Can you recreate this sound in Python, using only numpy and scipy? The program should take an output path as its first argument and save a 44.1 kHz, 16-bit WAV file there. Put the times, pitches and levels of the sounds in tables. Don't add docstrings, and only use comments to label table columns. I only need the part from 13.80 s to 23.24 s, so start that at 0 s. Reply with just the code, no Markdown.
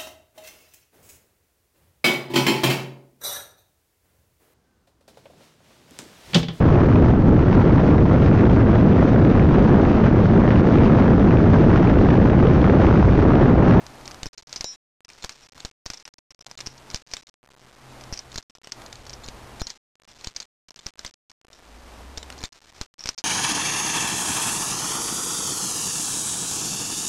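import sys
import numpy as np
from scipy import signal
from scipy.fft import rfft, irfft, next_fast_len
from scipy.io import wavfile
from scipy.ndimage import map_coordinates

SR = 44100
rng = np.random.default_rng(int(sys.argv[2]) if len(sys.argv) > 2 else 0)


def output_pcm(signal):
    pcm = np.clip(np.atleast_2d(signal).T, -1, 1) * 32767
    wavfile.write(sys.argv[1], SR, np.round(pcm).astype(np.int16))


N = 416304

# t/s, size/dB, background drop/dB
POP_EVENTS = [(0.431, -24.5, -3.5), (0.458, -27, -8.5), (.465, -23, -7.5), (0.807, -29, -7),
              (.843, -35, -10), (1.446, -25.5, -7.5), (1.849, -23.5, -16), (2.062, -28, -4),
              (2.102, -31.5, -5), (2.871, -28.5, -4.5), (3.145, -19, -14.5), (3.336, -30.5, -12),
              (4.326, -20, -7), (4.559, -24.5, -7), (4.583, -26.5, -12.5), (5.486, -27, -2),
              (5.817, -15, -15.5), (5.867, -36, -11), (6.472, -22.5, -8.5), (6.564, -42.5, -11),
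              (7.063, -27.5, -3), (7.249, -29.5, -10), (8.375, -25.5, -3), (8.638, -20.5, -19.5),
              (9.013, -21.5, -11.5), (9.257, -28.5, -7), (9.29, -30, -6)]


def amp(db):
    return 10 ** (np.asarray(db) / 20)


def unit(x):
    return x / np.sqrt(np.mean(x ** 2) + 1e-20)


def curves(rows):
    s, *cols = np.transpose(rows)
    return [np.interp(np.arange(N) / SR, s, c) for c in cols]


def wobble(rate):
    return map_coordinates(rng.standard_normal(int(N * rate / SR) + 4), [np.arange(N) * rate / SR])


def coloured(x, points):
    size = next_fast_len(N + 8192)
    hz, db = np.transpose(points)
    gain_db = np.interp(np.log(np.fft.rfftfreq(size, 1 / SR) + 1), np.log(hz), db)
    return irfft(rfft(x, size) * amp(gain_db), size)[:N]


def tone(hz):
    return np.sqrt(2) * np.sin(2 * np.pi * np.cumsum(hz) / SR)


def clacks():
    # t/s, relative level/dB, pitch/Hz, ring time (to fade by 60 dB)/s, knock and crack offset/dB
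    hits = [(0.0655, -34.5, 4060, 0.013, -4.5), (0.211, -40.5, 2800, 0.01, -6),
            (0.255, -39.5, 3880, 0.043, -8), (0.2589, -37, 5300, 0.016, -12),
            (0.2779, -22.5, 4840, 0.0038, -19), (0.311, -34, 5100, 0.026, -1.5),
            (0.316, -37.5, 4600, 0.015, -3), (0.3446, -40, 4910, 0.015, 0),
            (0.4314, -20.5, 4100, 0.0085, -22), (0.439, -38.5, 3130, 0.013, -14),
            (0.4576, -29.5, 5130, 0.0227, -3.5), (0.4655, -30.5, 5240, 0.02, -10),
            (0.4702, -31.5, 5100, 0.01, -20), (0.522, -57, 4705, 0.039, -11),
            (0.532, -43.5, 4700, 0.016, -16), (0.543, -47, 4800, 0.03, -12.5),
            (0.576, -43.5, 4340, 0.095, -17), (0.5802, -31.5, 5080, 0.018, -21),
            (0.624, -50, 4770, 0.041, -4.5), (0.671, -45.5, 4650, 0.041, -13.5),
            (0.6931, -40, 4840, 0.031, -13), (0.7277, -19.5, 4300, 0.0092, -38),
            (0.7385, -34.5, 4400, 0.006, -11), (0.76, -21.5, 4780, 0.028, -20),
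            (0.7638, -26, 4755, 0.01, -13.5), (0.7734, -36.5, 4890, 0.051, -13.5),
            (0.8089, -17, 4660, 0.013, -26), (0.8431, -22.5, 4750, 0.019, -3.5),
            (1.2487, -35.5, 5350, 0.012, -19), (1.289, -42, 4850, 0.03, -11.5),
            (1.3011, -35.5, 2412, 0.0088, -17.5), (1.3333, -45, 4840, 0.019, -11),
            (1.424, -34.5, 4000, 0.014, -15), (1.431, -38.5, 3600, 0.028, -3),
            (1.4408, -29, 3700, 0.0079, -1), (1.4459, -22.5, 4670, 0.0086, -6.5),
            (1.4592, -44, 4550, 0.029, -5), (1.4937, -19, 4510, 0.006, -22.5),
            (1.5204, -44, 4790, 0.06, -13), (1.6883, -46.5, 4880, 0.017, -28),
            (1.721, -47.5, 4776, 0.033, -15), (1.778, -41, 4200, 0.019, 0),
            (1.7997, -36.5, 3863, 0.007, -17.5), (1.8033, -30, 4050, 0.01, -13),
            (1.8497, -21.5, 4020, 0.01, -13.5), (1.8546, -30, 3930, 0.011, -3),
            (2.0567, -43, 4750, 0.077, -0.5), (2.0613, -26.5, 5045, 0.022, -5.5),
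            (2.066, -33.5, 4850, 0.028, -12), (2.1016, -18.5, 5110, 0.0093, -10.5),
            (2.135, -25.5, 4500, 0.01, -17), (2.141, -29.5, 5200, 0.019, -19),
            (2.143, -38, 3720, 0.018, -23), (2.1735, -36, 5450, 0.032, -26), (2.1984, -45, 4770, 0.05, -13),
            (2.2535, -26.5, 4960, 0.0065, -22), (2.2774, -34, 5020, 0.012, -4.5),
            (2.3383, -45, 4810, 0.021, -16), (2.3826, -49, 4790, 0.034, -16),
            (2.506, -41, 5244, 0.034, -15.5), (2.546, -49, 4783, 0.024, -13.5),
            (2.591, -55.5, 4825, 0.03, 3), (2.6092, -39, 5180, 0.028, -27),
            (2.6649, -35.5, 4220, 0.022, 1.5), (2.7129, -28, 5300, 0.0093, -14.5),
            (2.7751, -35.5, 3843, 0.034, -25), (2.7894, -26, 3470, 0.0036, -9),
            (2.8044, -23.5, 5200, 0.006, -18), (2.8086, -24, 3980, 0.0075, -16),
            (2.8612, -30, 5240, 0.011, -12), (2.8649, -25, 5350, 0.0089, -16),
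            (2.871, -26, 5110, 0.022, -5.5), (2.8762, -46, 5200, 0.023, -16),
            (2.9781, -43, 4800, 0.03, -17), (3.1016, -26, 4912, 0.009, -32), (3.1122, -34, 4010, 0.013, -7),
            (3.117, -42, 3570, 0.015, -5), (3.1332, -51, 3950, 0.093, 2), (3.138, -37.5, 4230, 0.0152, -19),
            (3.1452, -19, 4920, 0.011, -14.5), (3.153, -37.5, 3420, 0.058, -15),
            (3.159, -25.5, 4670, 0.015, -14), (3.1622, -37, 3870, 0.017, -22),
            (3.1733, -36, 4650, 0.008, -21), (3.2713, -49, 4840, 0.037, -17.5),
            (3.314, -33, 5040, 0.013, -25), (3.319, -42.5, 5100, 0.064, -11),
            (3.3362, -19, 4880, 0.0187, -14.5), (3.344, -34.5, 5150, 0.017, -12),
            (3.3679, -22.5, 3570, 0.009, -18), (3.4695, -44, 3970, 0.021, -15.5),
            (3.491, -45.5, 4760, 0.0301, -17), (4.2102, -42.5, 5110, 0.027, -1),
            (4.2374, -37, 5250, 0.0141, -7), (4.3258, -29.5, 4970, 0.0093, -7.5),
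            (4.3306, -25.5, 5390, 0.0099, -19), (4.3353, -26.5, 5430, 0.0092, -15),
            (4.3394, -24.5, 5180, 0.0102, -40), (4.359, -43, 2715, 0.031, -11),
            (4.368, -34.5, 5330, 0.0074, -21), (4.3749, -27.5, 5280, 0.016, -20),
            (4.391, -26, 5470, 0.023, -30), (4.5174, -38, 3970, 0.021, -20),
            (4.528, -36.5, 5360, 0.014, -7), (4.543, -39.5, 4504, 0.048, 1), (4.548, -51, 4800, 0.022, -4),
            (4.558, -25, 4600, 0.016, -6), (4.5771, -27, 4800, 0.022, -6.5),
            (4.5818, -22, 4020, 0.011, -13), (4.5857, -37.5, 3970, 0.031, -17),
            (4.626, -50.5, 4690, 0.03, -3), (4.6977, -49.5, 4740, 0.03, -15),
            (4.7513, -37.5, 5286, 0.013, -6), (4.8443, -33, 5360, 0.012, -10.5),
            (4.8725, -40.5, 2840, 0.021, 6), (4.9207, -22, 4900, 0.016, -11.5),
            (5.0187, -40, 4030, 0.0087, 0.5), (5.0615, -36, 4040, 0.024, 0), (5.127, -27, 3996, 0.011, -16),
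            (5.1557, -31, 4150, 0.0064, -18), (5.2533, -41.5, 3160, 0.0097, -12),
            (5.266, -37, 4520, 0.029, 0.5), (5.295, -33.5, 4130, 0.029, -8),
            (5.305, -36.5, 4750, 0.0097, -6), (5.331, -31.5, 4900, 0.011, -14),
            (5.3348, -31, 5000, 0.027, -30), (5.436, -43.5, 3872, 0.064, 1),
            (5.442, -38.5, 4140, 0.041, -11), (5.4621, -34.5, 4060, 0.0098, -11),
            (5.4794, -32, 4660, 0.006, -11), (5.486, -24.5, 4705, 0.011, -28),
            (5.7972, -32, 4190, 0.0076, -10), (5.803, -40, 4300, 0.071, -7),
            (5.808, -31, 4190, 0.0173, -10.5), (5.817, -27, 3805, 0.0092, -0.5),
            (5.8185, -33.5, 4800, 0.042, -17), (5.8693, -20, 4350, 0.0095, -31.5),
            (5.8722, -33, 4430, 0.025, -19.5), (5.896, -37, 4470, 0.021, -19),
            (5.902, -21, 4900, 0.012, -26), (5.9077, -40.5, 4500, 0.028, -19),
            (6.103, -53.5, 4730, 0.017, -13.5), (6.1548, -56, 4560, 0.03, -9),
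            (6.2881, -44.5, 4800, 0.029, -34), (6.4109, -35.5, 4000, 0.011, -7),
            (6.4408, -39, 3860, 0.006, -7), (6.445, -22, 4500, 0.011, -34),
            (6.4714, -24, 4230, 0.0145, -17.5), (6.4811, -40.5, 4260, 0.033, -17.5),
            (6.549, -55, 4830, 0.0206, -15), (6.5629, -21.5, 4590, 0.025, -23),
            (6.6015, -22.5, 4740, 0.024, -23.5), (6.6202, -39.5, 4510, 0.0125, -6.5),
            (6.6261, -36.5, 4010, 0.025, -21.5), (6.8848, -45.5, 4800, 0.021, -20),
            (6.9062, -33, 4850, 0.012, -10), (6.943, -54.5, 4920, 0.039, -15),
            (6.9604, -34, 4656, 0.011, -32.5), (6.991, -38.5, 3680, 0.025, -6.5),
            (7.0609, -36, 4230, 0.023, -18), (7.0661, -19.5, 5140, 0.0091, -27),
            (7.086, -36.5, 4360, 0.012, -17), (7.1923, -27.5, 4150, 0.013, -8.5),
            (7.2483, -17.5, 3830, 0.0056, -13), (7.2628, -27, 4820, 0.024, -23.5),
            (7.276, -31.5, 3420, 0.0099, -19), (7.3088, -47, 4860, 0.019, -16),
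            (7.3392, -47.5, 4800, 0.034, -15.5), (7.4974, -48, 4843, 0.028, -25),
            (7.5146, -48.5, 4820, 0.025, -6), (7.7296, -42, 3750, 0.0274, -15),
            (8.3739, -25.5, 3900, 0.016, -21), (8.3796, -25, 5410, 0.013, -12.5),
            (8.429, -32, 3440, 0.017, -2.5), (8.502, -32.5, 3185, 0.012, -0.5),
            (8.5245, -28.5, 4070, 0.0067, -9), (8.5795, -43, 4300, 0.03, -2),
            (8.5876, -39.5, 4960, 0.034, -12), (8.606, -39, 4118, 0.02, 1),
            (8.6153, -42.5, 4140, 0.0236, 2), (8.6293, -33.5, 4100, 0.007, -2),
            (8.6377, -25, 3900, 0.02, -4.5), (8.6441, -35.5, 3540, 0.052, -11),
            (8.649, -26.5, 4430, 0.0069, -11), (8.654, -27, 4170, 0.016, -20),
            (8.689, -54, 4870, 0.025, -16), (8.726, -42, 4341, 0.029, -17),
            (8.9451, -50.5, 4779, 0.03, -16), (9.013, -18, 4330, 0.0068, -9),
            (9.017, -34.5, 5130, 0.015, -1), (9.0336, -43, 5080, 0.015, -11),
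            (9.139, -55.5, 4741, 0.02943, -11), (9.1917, -31.5, 5380, 0.025, -17),
            (9.2066, -33, 5280, 0.025, -12), (9.227, -40.5, 5410, 0.03, -19),
            (9.2385, -25, 5470, 0.013, -30), (9.2577, -18.5, 5430, 0.012, -11.5),
            (9.2619, -31, 5440, 0.013, -31), (9.2725, -19.5, 4560, 0.01, -32),
            (9.2788, -26.5, 4620, 0.0049, -22), (9.282, -29, 5000, 0.015, -29),
            (9.2895, -17, 5170, 0.024, -9.5), (9.3422, -46.5, 4860, 0.03, -15),
            (9.3786, -31.5, 5400, 0.0148, -7.5), (9.382, -29.5, 5050, 0.064, -24),
            (9.3867, -33.5, 4700, 0.05, -10), (9.408, -57.5, 4769, 0.03, -22)]
    # f/Hz, level/dB
    handle_notes = [(1650, -9), (2350, -6), (3050, -4), (3650, -1.5), (4150, -0.5), (4600, -1.5),
                    (4950, -1.5), (5200, -0.5), (5320, 1.5), (5450, -1)]
    hz, note_db = np.transpose(handle_notes)[:, :, None]
    out, t = np.zeros(N + SR), np.arange(SR // 12) / SR
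    knock_band = signal.butter(2, [250, 1600], "bandpass", fs=SR, output="sos")
    for start, db, pitch_hz, fade_s, knock_db in hits:
        near_db = np.maximum(-15, -55 * abs(np.log(hz / pitch_hz)))
        uneven, detune, phase = rng.standard_normal((3, len(hz), 1))
        notes = np.sin(2 * np.pi * hz * (1 + .017 * detune) * t + .8 * phase)
        ring = (amp(note_db + near_db + 3 * uneven) * notes).sum(0)
        ring /= np.sqrt(np.mean(ring[:80] ** 2))
        ring *= amp(-60 * t / max(fade_s, .003))
        noise = rng.standard_normal((2, len(t)))
        crack = amp(knock_db + 12) * noise[0] * amp(-60 * t / .0046)
        snap = -1.2 * np.sin(2 * np.pi * 2600 * t) * np.exp(-t / .00034)
        rattle = amp(-16.5) * noise[0] * amp(-60 * t / .11)
        knock = amp(knock_db - 3.5) * unit(signal.sosfilt(knock_band, noise[1])) * amp(-60 * t / .018)
        blow = snap - ring + crack + rattle + knock
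        out[round(start * SR):][:len(t)] += amp(db + 3.5) * blow * (1 - np.exp(-t / .00025))
    return out[:N]


def blade(low_hz=3914, high_hz=5294, turn_hz=4):
    # t/s, length/s, low note/dB, high note/dB, time to the high note's peak/s
    swings = [(.844, .122, -39.5, -33.5, .043), (1.588, .088, -69, -51, .05), (2.873, .08, -63, -52, .035),
              (3.375, .05, -53, -59, .005), (4.343, .07, -65, -47, .01), (5.82, .05, -65, -41.5, .018),
              (5.9, .055, -52, -66, .04), (7.728, .078, -75.5, -56.5, .03), (8.383, .12, -50, -70, .02),
              (8.73, .06, -66.5, -59, .03), (9.193, .068, -69, -48, .025)]
    low, high = np.zeros((2, N + SR))
    for start, length, low_db, high_db, peak in swings:
        i, t = round(start * SR), np.arange(round(length * SR)) / SR
        turn = .05 + abs(np.cos(2 * np.pi * turn_hz * t))
        ending = np.minimum(1, (length - t) / .0093)
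        low[i:][:len(t)] += amp(low_db - 131 * t) * turn * ending
        from_peak = np.clip((t - peak) / (length - peak), -1, 1)
        high[i:][:len(t)] += amp(high_db) * np.cos(np.pi / 2 * from_peak) ** 2
    return low[:N] * tone(np.full(N, low_hz)) + high[:N] * tone(np.full(N, high_hz))


def hiss(rise_db_per_s=1200, fall_db_per_s=889):
    # t/s, length/s
    stretches = [(0.477, 0.0038), (.539, .004), (0.59, 0.0094), (0.703, 0.26), (1.25, 0.0024),
                 (1.288, 0.38), (1.753, 0.16), (2.057, 0.17), (2.28, .004), (2.511, 0.0034), (2.614, .004),
                 (2.696, 0.0059), (3.155, 0.065), (3.289, 0.14), (3.48, 0.0068), (4.576, 0.013),
                 (4.7, 0.0048), (4.764, 0.0049), (4.835, 0.11), (5.875, 0.098), (6.241, .003),
                 (6.282, 0.23), (6.547, 0.11), (6.888, 0.0051), (6.971, 0.12), (7.185, 0.11), (8.65, 0.028),
                 (8.721, 0.063), (8.823, 0.078), (8.961, 0.1), (9.185, 0.15), (9.383, 0.018)]
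    colour = [(300, -11.5), (2000, -7.5), (4000, -5), (4900, -4), (5350, 2), (6000, -40)]
    grain = amp(2 * wobble(120)) * coloured(rng.standard_normal(N), colour)
    t, db = np.arange(N) / SR, np.full(N, -60.)
    for start, length in stretches:
        ramp_db = np.minimum(rise_db_per_s * (t - start), fall_db_per_s * (start + length - t))
        db = np.maximum(db, np.minimum(0, ramp_db))
    return amp(db - 55) * unit(grain)


def pops():
    out, t = np.zeros(N + SR), np.arange(SR // 20) / SR
    for start, db, _ in POP_EVENTS:
        out[round(start * SR):][:len(t)] -= amp(db) * np.exp(-t / .0041) * (1 - np.exp(-t / .000096))
    return out[:N]


def sinking(swell_db_per_s=26):
    db, t = np.zeros(N), np.arange(N) / SR
    for start, _, drop_db in POP_EVENTS:
        i = round(start * SR)
        db[i:] = np.minimum(0, db[i] + drop_db + swell_db_per_s * (t[i:] - start))
    return amp(db)


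def outdoors():
    # t/s, traffic/dB, rumble/dB, hum pitch/Hz, hum/dB
    background = [(0, -45, -53, 129.5, -52), (1.5, -47.5, -51.5, 130, -54), (2.8, -47, -53, 130, -50),
                  (3.7, -43, -51, 131, -48), (4.1, -42.5, -51.5, 131, -51), (4.5, -48, -47.5, 124.3, -52.5),
                  (4.93, -46.5, -61.5, 124, -56), (4.98, -34, -45, 122, -39.5),
                  (5.04, -35.5, -49.5, 124, -50.5), (5.12, -44.5, -44.5, 125.7, -54.5),
                  (5.7, -45.5, -47.5, 125.2, -52.5), (6.5, -44.5, -52.5, 124.4, -54),
                  (7.8, -46.5, -52.5, 124.8, -68.5), (9.44, -44, -59, 125.4, -51.5)]
    # f/Hz, gain/dB
    traffic_colour = [(100, -20), (230, -2.5), (450, -6.5), (880, -5.5), (1500, -12), (3000, -20),
                      (5500, -25)]
    rumble_colour = [(15, -23), (30, -3), (55, -2), (90, -7), (160, -22), (400, -59)]
    traffic_db, rumble_db, hum_hz, hum_db = curves(background)
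    traffic = amp(traffic_db + 1.2 * wobble(7.2)) * unit(coloured(rng.standard_normal(N), traffic_colour))
    rumble = amp(rumble_db + 1.5 * wobble(4)) * unit(coloured(rng.standard_normal(N), rumble_colour))
    hum = amp(hum_db + 3.5 * wobble(13)) * tone(hum_hz + 2.5 * wobble(11))
    return traffic + rumble + hum


def engine():
    # t/s, f/Hz, level/dB
    climb = [(7.4, 54.32, -69), (7.7, 55.12, -56), (7.9, 56.25, -41.5), (8.2, 59.6, -47.5),
             (8.3, 63.7, -38.5), (8.63, 71.5, -45.5), (9.44, 78.28, -55)]
    hz, db = curves(climb)
    return amp(db + 2.7 * wobble(7.9)) * tone(hz + 1.5 * wobble(9.2))


def scene():
    return (clacks() + blade() + hiss() + pops() + sinking() * (outdoors() + engine()))[None]


def record(dry, step=1 / 128, top_hz=12950):
    # f/Hz, gain/dB
    smoothing = [(3000, -1.5), (5500, -0.5), (8000, -1), (10000, -1), (12500, -2)]
    band = signal.sosfilt(signal.butter(6, 5900, fs=SR, output="sos"), dry[0])
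    steps = np.round(band[::4] / step - .11) * step
    held = coloured(np.repeat(steps, 4)[:N], smoothing)
    return coloured(held, [(top_hz, 0), (top_hz + 400, -35), (top_hz + 1100, -120)])[None]


dry = scene()
out = record(dry)
output_pcm(out)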